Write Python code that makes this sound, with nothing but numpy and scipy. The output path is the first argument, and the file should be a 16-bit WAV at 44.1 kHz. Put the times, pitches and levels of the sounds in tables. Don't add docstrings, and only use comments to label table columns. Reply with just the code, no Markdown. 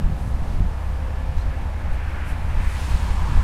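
import sys
import numpy as np
from scipy import signal
from scipy.fft import rfft, irfft, next_fast_len
from scipy.io import wavfile

SR = 44100
rng = np.random.default_rng(int(sys.argv[2]) if len(sys.argv) > 2 else 0)


def gain_from_db(level_db):
    decades = np.asarray(level_db, float) / 20
    return 10 ** decades


def digitize_waveform(pressure):
    field = np.atleast_2d(pressure).T
    bounded = np.clip(field, -1, 1)
    quanta = np.round(bounded * 32767).astype(np.int16)
    wavfile.write(sys.argv[1], SR, quanta)


N = 151263

TURN_HZ = 10.97
THROB_TURNS, SAG_TURNS, START_TURNS = 0.415, 0.175, 0.32
# multiple of the turn rate, level in dB rms.
EXHAUST_ORDERS = [(3, -41), (4, -41), (5, -33), (6, -31.5), (7, -32), (9, -45), (10, -47), (13, -54)]
# time in seconds, throb gain in dB.
ENGINE_LOAD = [
    (0, -4),
    (.6, 2),
    (1.4, 1.5),
    (1.9, -0.5),
    (2.6, -0.5),
    (3.43, 4.5),
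]
# frequency in Hz, level in dB rms, wander in dB, swell in dB per s.
MACHINE_WHINES = [(87.2, -38, 2.5, 1.0), (157, -50, 3.0, -2.5), (435, -64, 2.5, 0.),
                  (522.2, -54, 2.5, -1.5), (610, -61, 2.5, 0.), (866.7, -56, 2.5, 2.0),
                  (1283, -63, 2.5, 0.), (1700, -62, 2.5, .6), (1733, -61, 2.5, .3)]

# frequency in Hz, density in dB per Hz.
FAR_ROAR_SPECTRUM = [(110, -8.5), (200, -4.5), (380, -11), (800, -6.5), (1700, -18.5), (3300, -27),
                     (6000, -33.5), (9000, -39.5)]
FAR_ROAR_DB = -40
# time in seconds, tyre roar in dB, tread hum in dB, spray hiss in dB.
CAR_LEVELS = [(0, -51.5, -59, -62), (1.0, -50.5, -49.5, -61.5), (1.6, -47, -51, -62),
              (2.2, -42.5, -50, -78), (2.62, -43.5, -45, -49), (2.83, -43, -43.5, -44),
              (3.02, -45, -41.5, -44), (3.27, -44, -35.5, -46), (3.43, -42.5, -38.5, -46.5)]
# frequency in Hz, density in dB per Hz.
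TYRE_SPECTRUM = [(500, -25), (1100, -5), (1600, 3.5), (2400, -0.5), (3300, -14), (6000, -27.5)]
TREAD_SPECTRUM = [(400, -20), (720, -11), (950, 3), (1250, -7.5), (1730, -15), (2200, -51)]
SPRAY_SPECTRUM = [(1500, -2), (3000, 1), (4400, -2.5), (5800, -6), (7000, -7), (9500, -9.5), (12000, -17.5),
                  (16500, -23)]

# frequency in Hz, density in dB per Hz.
AIR_SPECTRUM = [(2500, 7), (5000, -16), (9000, 3.5), (11500, 1), (13500, -2.5), (16500, -11)]
AIR_DB, AIR_FADE_DB_PER_S = -62, 0.6

# time in seconds, pressure noise in dB, flutter in dB.
GUST_LEVELS = [(0, -21.5, -33), (.13, -24, -29), (.21, -26.5, -33.5), (.45, -26.5, -33.5), (.62, -20, -36),
               (.75, -31.5, -42.5), (1.25, -29, -43.5), (1.45, -27, -45), (1.7, -27, -47), (2.05, -26, -51),
               (2.35, -26.5, -60), (2.6, -22.5, -37), (2.8, -30, -38.5), (2.93, -22, -30), (3.05, -23, -42),
               (3.25, -22, -41), (3.38, -20, -27), (3.43, -19, -31)]
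# frequency in Hz, density in dB per Hz.
WIND_SPECTRUM = [(6, -3), (15, 0), (32, 0), (55, -7), (90, -13), (140, -18), (250, -28), (450, -42)]
PORT_FLUTTER_HZ = 126
# time in seconds, peak in dB, width in seconds, sign.
PORT_BUFFETS = [(0.052, -11, 0.0094, -1), (0.066, -11, 0.0045, 1), (.113, -17, 0.0028, 1),
                (.278, -15, 0.002, 1), (.348, -13.5, 0.0042, 1), (0.429, -15.5, 0.015, 1),
                (0.607, -9.5, 0.0019, -1), (1.372, -14, 0.0073, -1), (1.468, -13, .005, -1),
                (1.918, -13, 0.0104, -1), (2.329, -16.5, 0.006, -1), (2.675, -11.5, 0.0071, -1),
                (2.919, -12.5, 0.0036, 1), (2.931, -15, 0.0038, 1), (2.951, -8, 0.0057, -1),
                (3.11, -11, 0.0054, 1), (3.319, -15, 0.011, 1), (3.358, -9.5, 0.0048, 1),
                (3.381, -6.5, 0.0082, -1)]

# frequency in Hz, density in dB per Hz.
BRIGHT_SPECTRUM = [(3000, -25), (5500, -9), (6500, -3), (9500, 0), (11500, -4), (13700, -11), (16500, -26)]
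DULL_SPECTRUM = [(2500, -15), (3600, -2), (4200, 0), (5300, -4), (7000, -7), (11000, -15), (15000, -22)]
# centre in seconds, level in dB, length in seconds, dull share 0-1.
RUSTLE_EVENTS = [(.25, -59, 0.17, 0.2), (0.503, -57, 0.14, 0.9), (.85, -66, .15, .2), (1.4, -54.5, .06, 1),
                 (1.935, -62, .04, 0.), (2.148, -64, 0.26, 0.), (2.298, -53, 0.05, 0.2),
                 (2.463, -60.5, 0.19, 0.), (2.646, -56, .06, 0.), (2.73, -53, 0.08, 0.),
                 (2.81, -53, .07, .3), (2.89, -51, .09, 0.6), (3.02, -56, .14, 0.8)]
# start in seconds, peak in dB, frequency in Hz, 60 dB decay in seconds.
DRY_TICKS = [
    (.174, -48, 13500, .002),
    (1.386, -50, 3980, .05),
    (1.41, -44, 4150, .045),
    (2.0, -53, 14000, .003),
    (2.098, -46, 9300, .003),
    (2.099, -48, 13000, .002),
    (2.918, -36, 7300, .003),
    (2.919, -40, 9500, .003),
    (2.92, -39, 4000, .004),
    (3.083, -40, 6500, .003),
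]

CIRCUIT_HZ, CIRCUIT_DB = 11989, -81
STEP_DB, STEP_S = -16, 0.002


def rms_one(x):
    return x / np.sqrt(np.mean(x ** 2) + 1e-20)


def in_time(rows):
    s, *columns = np.transpose(rows)
    t = np.arange(N) / SR
    return [np.interp(t, s, column) for column in columns]


def drift(rate_hz):
    pole = np.exp(-80 * np.pi * rate_hz / SR)
    noise = rng.standard_normal(N // 40 + 2002)
    slow = signal.lfilter([1], [1, -2 * pole, pole * pole], noise)[2000:]
    return np.interp(np.arange(N) / 40, np.arange(len(slow)), rms_one(slow))


def coloured(spectrum, patchy_db, rate_hz):
    size = next_fast_len(N)
    hz = np.maximum(np.fft.rfftfreq(size, 1 / SR), 1)
    point_hz, point_db = np.transpose(spectrum)
    density_db = np.interp(np.log(hz), np.log(point_hz), point_db, left=-90, right=-90)
    shaped = rfft(rng.standard_normal(size)) * gain_from_db(density_db)
    half_octave = np.maximum(2 * np.log2(hz), 4)
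    together = drift(rate_hz / 2)
    out = 0
    for centre in np.arange(4, 29):
        band = shaped * np.clip(1 - abs(half_octave - centre), 0, 1)
        if abs(band).max() > 1:
            flicker_db = patchy_db * (0.62 * together + drift(rate_hz))
            out = out + irfft(band, size)[:N] * gain_from_db(flicker_db)
    return rms_one(out)


def locomotive():
    t = np.arange(N) / SR
    turns = TURN_HZ * t + 0.003 * drift(1.5)
    throb = 0
    for order, db in EXHAUST_ORDERS:
        offset = order - 6
        phase_turns = START_TURNS - THROB_TURNS * offset + SAG_TURNS * offset ** 2
        throb = throb + gain_from_db(db + drift(0.5)) * np.cos(2 * np.pi * (order * turns + phase_turns))
    whine = 0
    for hz, db, wander_db, swell_db_per_s in MACHINE_WHINES:
        level_db = db + wander_db * drift(3.0) + swell_db_per_s * (t - t.mean())
        cycles = hz * t - 0.1 + 0.05 * drift(2.5)
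        whine = whine + gain_from_db(level_db) * np.sin(2 * np.pi * cycles)
    load_db, = in_time(ENGINE_LOAD)
    return np.sqrt(2) * (gain_from_db(load_db) * throb + whine)


def far_roar():
    return gain_from_db(FAR_ROAR_DB) * coloured(FAR_ROAR_SPECTRUM, patchy_db=0.22, rate_hz=2.9)


def nearing_car():
    tyres_db, tread_db, spray_db = in_time(CAR_LEVELS)
    tyres = gain_from_db(tyres_db) * coloured(TYRE_SPECTRUM, patchy_db=1.9, rate_hz=2.8)
    tread = gain_from_db(tread_db) * coloured(TREAD_SPECTRUM, patchy_db=0.5, rate_hz=7.0)
    spray = gain_from_db(spray_db) * coloured(SPRAY_SPECTRUM, patchy_db=0.5, rate_hz=10.0)
    return tyres + tread + spray


def air_hiss():
    t = np.arange(N) / SR
    return gain_from_db(AIR_DB - AIR_FADE_DB_PER_S * t) * coloured(AIR_SPECTRUM, patchy_db=-0.4, rate_hz=4.2)


def wind():
    t = np.arange(N) / SR
    gust_db, flutter_db = in_time(GUST_LEVELS)
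    edges_hz = [PORT_FLUTTER_HZ * 0.65, PORT_FLUTTER_HZ * 1.3]
    band = signal.butter(2, edges_hz, "band", fs=SR, output="sos")
    flutter = rms_one(signal.sosfilt(band, rng.standard_normal(N)))
    out = gain_from_db(gust_db) * coloured(WIND_SPECTRUM, patchy_db=2.5, rate_hz=10.0)
    out = out + gain_from_db(flutter_db + 1.6 * drift(18.4)) * flutter
    for s, db, width_s, sign in PORT_BUFFETS:
        u = (t - s) / width_s
        out = out + sign * gain_from_db(db) * (1 - 0.45 * u ** 2) * np.exp(-u ** 2 / 2)
    return out


def rustles():
    t = np.arange(N) / SR
    bright = coloured(BRIGHT_SPECTRUM, patchy_db=0.8, rate_hz=25.0)
    scuff = coloured(DULL_SPECTRUM, patchy_db=1.5, rate_hz=40.0)
    out = np.zeros(N)
    for s, db, length_s, dull in RUSTLE_EVENTS:
        swell = np.exp(-abs(2 * (t - s) / length_s) ** 2.5 / 2)
        friction = np.sqrt(1 - dull) * bright + np.sqrt(dull) * scuff
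        out = out + gain_from_db(db) * swell * friction
    return out


def ticks():
    t = np.arange(N) / SR
    out = np.zeros(N)
    for s, db, hz, t60_s in DRY_TICKS:
        age = np.maximum(t - s, 0)
        out = out + gain_from_db(db - 60 * age / t60_s) * np.sin(2 * np.pi * hz * age)
    return out


def scene():
    mix = locomotive() + far_roar() + nearing_car() + air_hiss() + wind() + rustles() + ticks()
    return mix[None]


def top_cut(x):
    return signal.sosfilt(signal.butter(12, 15640, fs=SR, output="sos"), x)


def record(dry):
    t = np.arange(N) / SR
    whine = gain_from_db(CIRCUIT_DB + 2 * drift(2)) * np.sqrt(2) * np.sin(2 * np.pi * CIRCUIT_HZ * t)
    step = (gain_from_db(STEP_DB) - dry[:, :1]) * np.exp(-t / STEP_S)
    return top_cut(dry + whine + step)


dry = scene()
out = record(dry)
digitize_waveform(out)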